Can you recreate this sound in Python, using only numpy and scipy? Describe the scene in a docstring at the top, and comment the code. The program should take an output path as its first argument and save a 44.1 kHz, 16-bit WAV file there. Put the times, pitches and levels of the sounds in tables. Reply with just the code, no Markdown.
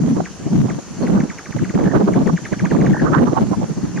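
"""Night in open grassland: from the start gusts buffet two microphone ports and overload them, while insects
hiss and tick in the grass (noise shaped in frequency, and short sagging tones). A nightjar's falling notes,
swept harmonics filtered by fixed throat resonances, speed up into a quick roll; thin squeaks, gliding sines,
come from far off meanwhile. A louder second series speeds up likewise, and one single note ends the scene.
The wind is noise rumble and flutter, with brief thuds and puffs, clipped softly and crackling."""
import sys
import numpy as np
from scipy import signal
from scipy.fft import rfft, irfft
from scipy.io import wavfile
from scipy.ndimage import uniform_filter1d

SR = 44100
rng = np.random.default_rng(int(sys.argv[2]) if len(sys.argv) > 2 else 0)


def bounce(signal):
    """Save signal as a 16-bit WAV file at the path given by the first command-line argument."""
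    frames = np.transpose(np.atleast_2d(signal))
    limited = np.clip(frames, -1, 1)
    pcm = np.round(limited * 32767).astype(np.int16)
    wavfile.write(sys.argv[1], SR, pcm)


N = 176400  # samples, 4 s
SWAY_HZ = 24  # upper rate of the slow variations in the wind


def amp(db):
    """Level law: 20 dB is a factor of ten in amplitude."""
    return 10 ** (np.asarray(db) / 20)


def unit(x):
    """Normalisation by mean power: scales to rms 1."""
    return x / np.sqrt(np.mean(x ** 2) + 1e-20)


def read(points, hz):
    """Interpolates a spectral table on a logarithmic frequency axis."""
    f, value = np.transpose(points)
    return np.interp(np.log(hz + 1), np.log(f + 1), value)


def colour(x, points):
    """Linear filtering: multiplies the spectrum by a table of (frequency [Hz], gain [dB])."""
    return irfft(rfft(x) * amp(read(points, np.fft.rfftfreq(N, 1 / SR))), N)


def sway(hz):
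    """Low-passed random fluctuation of rms 1, independent at the two ports."""
    f = np.fft.rfftfreq(N, 1 / SR)
    return unit(irfft(rfft(rng.standard_normal((2, N))) / np.sqrt(1 + (f / hz) ** 6), N))


def add(mix, s, sound):
    """Superposition: adds a sound to the mix in place, starting at s seconds."""
    part = mix[max(round(s * SR), 0):][:len(sound)]
    part += sound[:len(part)]


def night():
    """Partially coherent noise: distant air and an insect chorus, correlated between ports by frequency."""
    # spectrum of the night air: (frequency [Hz], relative density [dB per Hz])
    air_spectrum = [(25,-20),(60,-6.5),(110,6.5),(170,-6.5),(280,2),(450,-2.5),(800,-5),(1200,-8),(1750,-10.5),(2400,-16),(3000,-15.5),(3700,-20.5),(4400,-14.5),(5100,-16),(5900,-11),(6600,-11.5),(7200,-16),(7900,-25),(8600,-27),(9500,-25),(10000,-35),(12000,-38.5),(15500,-48.5)]
    # likeness of the two ports: (frequency [Hz], correlation [-1 to 1])
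    likeness = [(100,0.79),(270,0.99),(500,0.91),(1200,0.86),(2000,0.61),(3300,0.48),(4500,0.36),(5500,0.017),(6500,-0.27),(9000,-0.49),(12000,-0.12),(15000,-.1)]
    level_db, patch_db = -38, 1.35  # rms level; depth of the chance patches in time and frequency
    hz = np.fft.rfftfreq(1024, 1 / SR)
    a, b, c, d, patches = rng.standard_normal((5, N // 256 + 5, 513))
    patches = uniform_filter1d(patches, size=14, axis=0)
    patches = unit(uniform_filter1d(patches, size=14, axis=1))
    same = np.clip(read(likeness, hz), -1, 1)
    left, other = a + 1j * b, c + 1j * d
    right = same * left + np.sqrt(1 - same ** 2) * other
    z = np.array([left, right])
    z *= amp(read(air_spectrum, hz) + patch_db * patches) / np.sqrt(1.13 + same)
    noise = signal.istft(z.transpose(0, 2, 1), nperseg=1024, noverlap=768)[1][:, :N]
    return amp(level_db) * unit(noise)


def ticks():
    """Frequency-modulated tone bursts: falling insect chirps, near and far, opposite in phase at the ports."""
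    # pairs from the nearest insect: (time of the first tick [s], level [dB])
    near_pairs = [(.58,-52),(.76,-53),(1.39,-53),(2.47,-57),(2.67,-53),(3.37,-55),(3.5,-51),(3.69,-52)]
    # the pitches of the far insects: (frequency [Hz])
    far_hz = [8950, 9250, 9540]
    near_hz, pair_gap_s = 9520, .05
    far_per_s, far_db = 28, -51.5  # the loudest far tick; others lie up to 6 dB below
    half_s, sag_hz_per_s, waver_hz = .02, 4000, 40  # half a tick's length; fall of pitch; rms chance detuning
    calls = [(s + k * pair_gap_s, db, near_hz) for s, db in near_pairs for k in range(2)]
    for place, size, pitch in rng.random((int(far_per_s * N / SR), 3)):
        calls.append((place * N / SR, far_db - 6 * size, far_hz[int(pitch * len(far_hz))]))
    out, t = np.zeros(N), np.arange(0, 2 * half_s, 1 / SR)
    for s, db, hz in calls:
        turns = np.cumsum(hz - sag_hz_per_s * (t - half_s)) / SR
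        add(out, s - half_s, amp(db) * np.sqrt(2) * np.hanning(len(t)) * np.sin(2 * np.pi * turns))
    # turning the analytic signal shifts every pitch by a small random amount
    waver = np.exp(2j * np.pi * np.cumsum(waver_hz * sway(120)[0]) / SR)
    out = (signal.hilbert(out) * waver).real
    return np.array([-.45 * out, out])


def squeaks():
    """Gliding sinusoids under a half-sine envelope: a small animal far off."""
    # thin squeaks: (time of the middle [s], level [dB], middle pitch [Hz])
    calls = [(1.018,-44,6250),(1.034,-40,4300),(.96,-50,5250)]
    length_s, fall = .02, .08  # fall: share of the pitch lost from start to end
    out, u = np.zeros(N), np.linspace(0, 1, int(length_s * SR))
    for s, db, hz in calls:
        turns = np.cumsum(hz * (1 - fall * (u - .5))) / SR
        tone = np.sin(np.pi * u) * np.sin(2 * np.pi * turns)
        add(out, s - length_s / 2, amp(db) * np.sqrt(2) * tone)
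    return np.array([out, 0.52 * out])


def rumble(lumps):
    """Low-frequency turbulence: coloured noise, its own swells partly evened out and a slow sway imposed."""
    # spectrum of the rumble: (frequency [Hz], relative density [dB per Hz])
    spectrum = [(20,-47),(40,-43),(60,-14),(90,-18),(120,-2),(180,3),(235,-4),(310,-6),(450,-25),(700,-34),(1500,-64.5),(4000,-78)]
    evenness, window_s, sway_db = 0.5, 0.031, 3.5  # exponent of the evening; its averaging time; rms sway
    noise = colour(rng.standard_normal((2, N)), spectrum)
    power = uniform_filter1d(abs(signal.hilbert(noise)) ** 2, size=int(window_s * SR))
    even = noise / np.sqrt(abs(power) + 1e-12) ** evenness
    return unit(even * amp(sway_db * lumps))


def flutter(lumps):
    """Amplitude-modulated turbulence: noise made lumpy by slow and fast eddies, then coloured."""
    # spectrum of the flutter: (frequency [Hz], relative density [dB per Hz])
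    spectrum = [(20,-21.5),(55,-6.5),(100,-10),(150,3),(280,9),(450,3.5),(700,-4.5),(1200,-15.5),(1700,-25.5),(2200,-39.5),(4000,-42),(9000,-67.5)]
    sway_db, eddy_db, eddy_hz = 3.5, 1, 190  # rms depths; upper rate of the fast eddies
    eddies = amp(sway_db * lumps + eddy_db * sway(eddy_hz))
    return unit(colour(rng.standard_normal((2, N)) * eddies, spectrum))


def puffs():
    """Band-limited noise bursts: brief eddies that rasp across the right port."""
    # sharp eddies: (time [s], level before overload [dB], length from peak to 1/e^2 [s], centre [Hz])
    eddies = [(0.176,-29.5,0.038,860),(.205,-10.5,0.0057,624),(.206,-24,0.004,1100),(0.477,-30.5,0.021,627),(0.524,-36,0.011,830),(0.691,-26.5,0.015,815),(1.174,-22.5,0.023,1050),(1.571,-22.5,0.011,584),(1.777,-15.5,0.0023,990),(1.937,-14,0.0057,600),(1.961,-16.5,0.025,1150),(2.083,-17.5,0.012,1030),(2.176,-17,0.017,750),(2.299,-15,0.008,1050),(2.649,-20,0.014,766),(2.751,-13.5,0.0025,800),(2.857,-34,0.0025,800),(2.948,-14.5,0.0044,735),(2.968,-17.5,.004,990),(3.07,-17,0.028,1280),(3.148,-9.5,0.027,1130),(3.184,-16.5,0.017,1360),(3.279,-19,0.024,1040),(3.339,-26,0.052,794),(3.376,-8.5,0.014,880),(3.537,-19,0.017,895),(3.628,-22,0.028,680)]
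    width_octaves, skirt_db = 0.42, -22  # spread of the band; level of the wide skirt around it
    out, t, f = np.zeros(N), np.arange(8192) / SR, np.fft.rfftfreq(8192, 1 / SR)
    for s, db, length, hz in eddies:
        widths = np.log2((f + 1) / hz) / width_octaves
        core = np.exp(-widths ** 2 / 2) / (1 + (f / 1900) ** 10)
        band = core + amp(skirt_db) / (1 + widths ** 4)
        shape = np.exp(-2 * ((t - t.mean()) / length) ** 2)
        burst = irfft(rfft(rng.standard_normal(len(t))) * band) * shape
        add(out, s - t.mean(), amp(db) * burst * np.linalg.norm(shape) / np.linalg.norm(burst))
    return np.array([np.zeros(N), out])


def thuds():
    """Pressure swings of a few cycles under a Gaussian; also returns the share of rumble they displace."""
    # buffets on both ports: (time [s], level before overload [dB], length from peak to 1/e [s], pitch [Hz])
    buffets = [(.055,-13,0.012,225.7),(.108,-11.5,0.011,240.3),(.131,-9.5,0.0088,217),(.535,-10.5,0.011,203.4),(.602,-8,0.0063,188.3),(1.049,-15,0.01,223),(1.157,-7.5,0.017,194.5),(1.205,-7.5,0.0044,193),(1.238,-9,0.0047,213),(1.62,-16.5,0.0061,206),(1.77,-12,0.012,186),(1.872,-6.5,0.0073,188),(2.044,-8,0.013,200),(2.197,-9.5,0.0073,240),(2.343,-8,0.013,172),(2.638,-11.5,0.0133,174),(2.737,-14.5,0.014,166.7),(2.773,-15,0.014,210),(2.897,-7.5,0.0087,193.5),(3.185,-8,0.011,171),(3.237,-8.5,0.013,239),(3.41,-13.5,0.0079,219),(3.51,-12.5,0.0055,189)]
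    wander_hz, skew_turns = 14, .2  # rms wander of pitch; largest extra phase at the right port
    out, share, t = np.zeros((2, N)), np.zeros(N), np.arange(N) / SR
    wander = np.cumsum(wander_hz * sway(SWAY_HZ), axis=1) / SR
    for (s, db, length, hz), (start, skew) in zip(buffets, rng.random((len(buffets), 2))):
        near = abs(t - s) < 3 * length
        shape = np.exp(-((t[near] - s) / length) ** 2)
        turns = hz * (t[near] - s) + wander[:, near] - wander[:, [round(s * SR)]] + start
        turns[1] += skew_turns * (2 * skew - 1)
        out[:, near] += amp(db) * np.sqrt(2) * shape * np.sin(2 * np.pi * turns)
        share[near] += shape
    return out, np.minimum(share, 1)


def crackles(drive):
    """Random impulses, likelier as the square of the overload drive, each trailing a decaying noise spray."""
    # spectrum of the snaps: (frequency [Hz], relative gain [dB])
    snap_spectrum = [(200,-3),(800,14.5),(2500,-0.5),(4000,-5),(6000,-22),(15000,-26.5)]
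    # spectrum of the spray: (frequency [Hz], relative gain [dB])
    spray_spectrum = [(2000,-12),(5000,-1),(9000,-1),(15000,-9)]
    per_s, decay_s = 900, .004  # rate at full drive; time constant of the spray
    snap_db, spray_db = -41, -62.5  # rms levels over the whole scene
    struck = rng.random((2, N)) < per_s / SR * drive ** 2
    snaps = struck * rng.uniform(-0.77, 1, (2, N))
    decay = signal.lfilter([1], [1, -np.exp(-1 / (decay_s * SR))], abs(snaps))
    spray = decay * rng.standard_normal((2, N))
    return amp(snap_db) * unit(colour(snaps, snap_spectrum)) + amp(spray_db) * unit(colour(spray, spray_spectrum))


def wind():
    """Turbulent pressure at two ports: rumble, thuds, flutter and puffs driven into a saturating capsule."""
    # one table per gust: (time [s], relative rumble level [dB], relative flutter level [dB])
    gusts = [
        [(0.0, -19, -14.5), (0.016, -14, -74), (0.028, -14.5, -34), (0.082, -16, -23), (0.106, -28, -60),
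         (0.11, -5.5, -23), (0.162, -23.5, -70), (0.168, -21.5, -16.5), (0.192, -28, -37), (0.206, -20.5, -31),
         (0.218, -20.5, -35), (0.23, -39, -45), (0.264, -32, -55), (0.29, -65, -57), (0.306, -32, -59),
         (0.33, -47, -57)],
        [(0.38, -44, -55), (0.41, -30.5, -38), (0.45, -31, -35), (0.474, -18, -33), (0.49, -32, -43),
         (0.536, -11, -25), (0.554, -13.5, -60), (0.616, -10.5, -37), (0.632, -14, -36), (0.66, -17, -26),
         (0.684, -26, -47), (0.692, -22.5, -29), (0.778, -28.5, -44), (0.788, -34, -24.5), (0.812, -58.5, -55),
         (0.83, -40, -43)],
        [(0.87, -44, -60), (0.918, -26.5, -52), (0.958, -37, -52), (0.968, -30, -53), (0.976, -26, -52),
         (1.04, -23, -16), (1.07, -23, -28), (1.16, -10, -20.5), (1.25, -32, -30.5), (1.264, -60, -33),
         (1.28, -30, -54), (1.318, -32, -40), (1.324, -40, -72.5), (1.338, -64, -51), (1.354, -36, -57),
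         (1.4, -51, -61)],
        [(1.45, -59, -68), (1.472, -62, -60), (1.488, -27, -64), (1.51, -26, -45), (1.522, -67, -76),
         (1.53, -69, -50), (1.548, -19.5, -54), (1.572, -18.5, -51), (1.584, -28.5, -59), (1.624, -11, -27),
         (1.64, -26, -64), (1.652, -29, -44), (1.682, -32, -44), (1.692, -27, -43), (1.708, -23, -38),
         (1.72, -49, -57)],
        [(1.74, -27, -26.5), (1.756, -5.5, -26), (1.788, -25, -21.5), (1.884, -9.5, -21), (1.902, -27, -29.5),
         (1.928, -24, -25), (1.955, -11.5, -9.5), (1.976, -7.5, -18), (2.024, -32, -16.5), (2.052, -24, -34),
         (2.078, -22.5, -19), (2.122, -15.5, -22), (2.28, -14, -18.5), (2.352, -18.5, -31), (2.368, -25, -80),
         (2.386, -85, -36), (2.42, -30.5, -51)],
        [(2.49, -44, -47), (2.51, -45, -48), (2.528, -13, -20), (2.552, -43, -41), (2.57, -22, -57),
         (2.592, -30.5, -32.5), (2.632, -9, -35), (2.65, -15, -35), (2.696, -28.5, -36), (2.72, -12.5, -19.5),
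         (2.836, -12, -20.5), (2.854, -19, -16.5), (2.91, -8, -26.5), (2.94, -15.5, -54), (2.946, -29.5, -32),
         (2.98, -23, -31)],
        [(3.0, -24, -31), (3.022, -15.5, -16), (3.162, -19, -21), (3.172, -6, -19), (3.232, -11.5, -14),
         (3.244, -17, -23), (3.278, -14.5, -15.5), (3.306, -20, -36.5), (3.314, -23, -37), (3.334, -16.5, -13),
         (3.35, -31, -56), (3.376, -17.5, -27.5), (3.398, -30, -20.5), (3.416, -17.5, -19.5), (3.494, -19, -38),
         (3.5, -36, -29)],
        [(3.52, -17, -20), (3.546, -26, -41), (3.566, -23.5, -45), (3.582, -18, -37), (3.644, -20, -33),
         (3.67, -36, -40), (3.714, -23, -34), (3.746, -38.5, -59), (3.78, -20, -27), (3.82, -34.5, -54),
         (3.842, -19, -45), (3.852, -21, -57), (3.858, -27.5, -31), (3.9, -30.5, -52), (3.982, -24, -28.5),
         (4.0, -23, -48)],
    ]
    breeze_db = -45.5  # relative level of the rumble left between gusts
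    rumble_gain_db, flutter_gain_db = 2.5, [1, 6.5]  # flutter: left, right
    displaced = .75  # share of the rumble that a thud replaces at its peak
    overload, knee = 0.77, 3.4  # ceiling amplitude; sharpness of the bend towards it
    s, rumble_db, flutter_db = np.vstack(gusts).T
    t = np.arange(N) / SR
    force = np.hypot(amp(np.interp(t, s, rumble_db)), amp(breeze_db))
    rough = amp(np.interp(t, s, flutter_db))
    lumps = sway(SWAY_HZ)
    buffets, share = thuds()
    air = amp(rumble_gain_db) * force * rumble(lumps) * (1 - displaced * share) + buffets
    air = air + amp(flutter_gain_db)[:, None] * rough * flutter(lumps) + puffs()
    air = air / (1 + abs(air / overload) ** knee) ** (1 / knee)
    return air + crackles(air / overload)


def sweep(pitch_hz, tilt_db):
    """Source and filter: a slightly rough harmonic sweep crosses the fixed resonances of the throat."""
    # harmonics from the fundamental up: (relative level [dB])
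    overtones_db = [-3, -18.5, -6.5]
    # throat resonances: (frequency [Hz], gain [dB])
    throat = [(1000,-13),(1170,-7.5),(1320,-11),(1500,-4),(1650,0),(1800,-2),(1900,-6),(2100,1),(2300,-6),(2600,-9),(2900,-20),(4000,-25.5),(5700,-24),(6500,-8),(7100,-11.5),(7800,-17)]
    jitter_share, shimmer_db, rough_s = .03, 2, .0015  # rms pitch and level roughness; its time step
    onset_s, release_s = .003, .004
    t, length = np.arange(len(pitch_hz)) / SR, len(pitch_hz) / SR
    jitter, shimmer = (np.interp(t / rough_s, np.arange(32), row) for row in rng.standard_normal((2, 32)))
    hz = pitch_hz * (1 + jitter_share * jitter)
    phase = 2 * np.pi * np.cumsum(hz) / SR
    voice = 0
    for k, level in enumerate(overtones_db, 1):
        level_db = level + read(throat, k * hz) + tilt_db * (k == 1)  # only the fundamental is tilted
        voice = voice + amp(level_db) * np.sin(k * phase)
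    ramp = np.clip(np.minimum(t / onset_s, (length - t) / release_s), 0, 1)
    return np.sqrt(2) * voice * np.sin(np.pi / 2 * ramp) ** 2 * amp(shimmer_db * shimmer)


def rasp(length_s):
    """Band-passed noise under a smooth swell: the soft roughness with which a note opens."""
    # edges of the rasp's band: (frequency [Hz])
    band_hz = [2000, 2750]
    relative_db = -19  # against the level of its note
    size = int(length_s * SR)
    sos = signal.butter(2, band_hz, "band", fs=SR, output="sos")
    band = signal.sosfilt(sos, rng.standard_normal(4096))
    return amp(relative_db) * unit(band)[-size:] * np.hanning(size)


def scatter(sound):
    """Diffuse scattering by grass and bushes: convolution with exponentially decaying noise."""
    echo_db, t60_s, delay_s = -9, .1, .007
    t = np.arange(SR // 2) / SR
    tail = rng.standard_normal((2, len(t))) * amp(-60 * t / t60_s) * (t > delay_s)
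    echo = signal.fftconvolve(sound[None], tail / np.linalg.norm(tail[0]), axes=1)[:, :N]
    return sound + amp(echo_db) * echo


def nightjar():
    """Exponential pitch falls crowd into a roll of short arched notes, scattered by the grass and bushes."""
    # falling notes: (time when the pitch passes mid_hz [s], relative level [dB])
    falls = [(.2625,-27),(0.706,-27),(1.0748,-27),(1.21,-26),(1.3064,-27.5),(1.3912,-26.5),(1.4624,-30),(1.529,-30),(1.592,-28.5),(1.651,-28.5),(1.7014,-28.5),(1.7532,-29),(1.8006,-29),(1.844,-30.5),
             (2.142,-24),(2.278,-23),(2.3767,-23),(2.459,-22.5),(2.535,-22),(2.6006,-23),(2.6595,-20.5),(2.715,-22),(2.7703,-28),(2.8184,-23),(2.868,-21),(2.913,-29),(3.978,-25)]
    # tilt of the fundamental away from mid_hz: (time [s], slope [dB per octave]); the second series is rounder
    tilt = [(1.9, -1), (2.1, -13)]
    # arched notes of the closing rolls: (time [s], relative level [dB], highest pitch [Hz])
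    roll_notes = [(1.862,-27,1720),(1.880,-27,1800),(1.900,-28.5,1880),(1.921,-26,1880),(2.940,-22,1880),(2.959,-22.5,1820),(2.979,-24.5,1820),(3.000,-22,1880),(3.022,-25,1700)]
    # pitch at even steps through a roll note: (share of the highest pitch)
    arch_shape = [.86, .97, 1, .91, .8, .69]
    mid_hz, end_hz, fall_s, after_mid_s = 1700, 1140, .0217, .015  # fall_s: time constant of the pitch
    roll_s, roll_lead_s, rasp_s = 0.0157, .0075, .0276  # lengths; the lead is from start to listed time
    out = np.zeros(N)
    for (s, db), gap in zip(falls, np.diff([row[0] for row in falls], prepend=0)):
        top_hz = np.interp(gap, [.04, .15], [2400, 2700])  # hurried notes start lower
        lead = fall_s * np.log(top_hz / mid_hz)
        t = np.arange(-lead, after_mid_s, 1 / SR)
        hz = np.maximum(mid_hz * np.exp(-t / fall_s), end_hz)
        tilt_db = np.interp(s, *np.transpose(tilt)) * abs(np.log2(hz / mid_hz))
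        add(out, s - lead, amp(db) * sweep(hz, tilt_db))
        add(out, s - lead - rasp_s / 2, amp(db) * rasp(rasp_s))
    steps = np.linspace(0, 1, len(arch_shape))
    arch = np.interp(np.linspace(0, 1, int(roll_s * SR)), steps, arch_shape)
    for s, db, top_hz in roll_notes:
        add(out, s - roll_lead_s, amp(db) * sweep(top_hz * arch, 0))
    return scatter(out)


def scene():
    """Superposition of insects, squeaks, wind and bird at the two ports."""
    return night() + ticks() + squeaks() + wind() + nightjar()


def record(dry):
    """Gain reduction: a limiter ducks the strongest gusts, then come end fades and a low-pass band limit."""
    limit_db, share, recover_db_per_s = -13.5, 0.33, 50  # share: part of the excess level that is removed
    fade_s, edge_hz = .004, 15800
    power_db = 10 * np.log10(abs(uniform_filter1d((dry ** 2).mean(0), size=400)) + 1e-12)
    # peaks are held, then released at a steady rate
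    fall = np.arange(N) * recover_db_per_s / SR
    over_db = np.maximum(np.maximum.accumulate(power_db + fall) - fall - limit_db, 0)
    ducked = dry / amp(share * uniform_filter1d(over_db, size=200))
    to_end = np.minimum(np.arange(N), np.arange(N)[::-1])
    faded = ducked * np.sin(np.pi / 2 * np.clip(to_end / (fade_s * SR), 0, 1))
    low_pass = signal.firwin(511, edge_hz, window=("kaiser", 9), fs=SR)
    return signal.oaconvolve(faded, low_pass[None], "same")


dry = scene()
out = record(dry)
bounce(out)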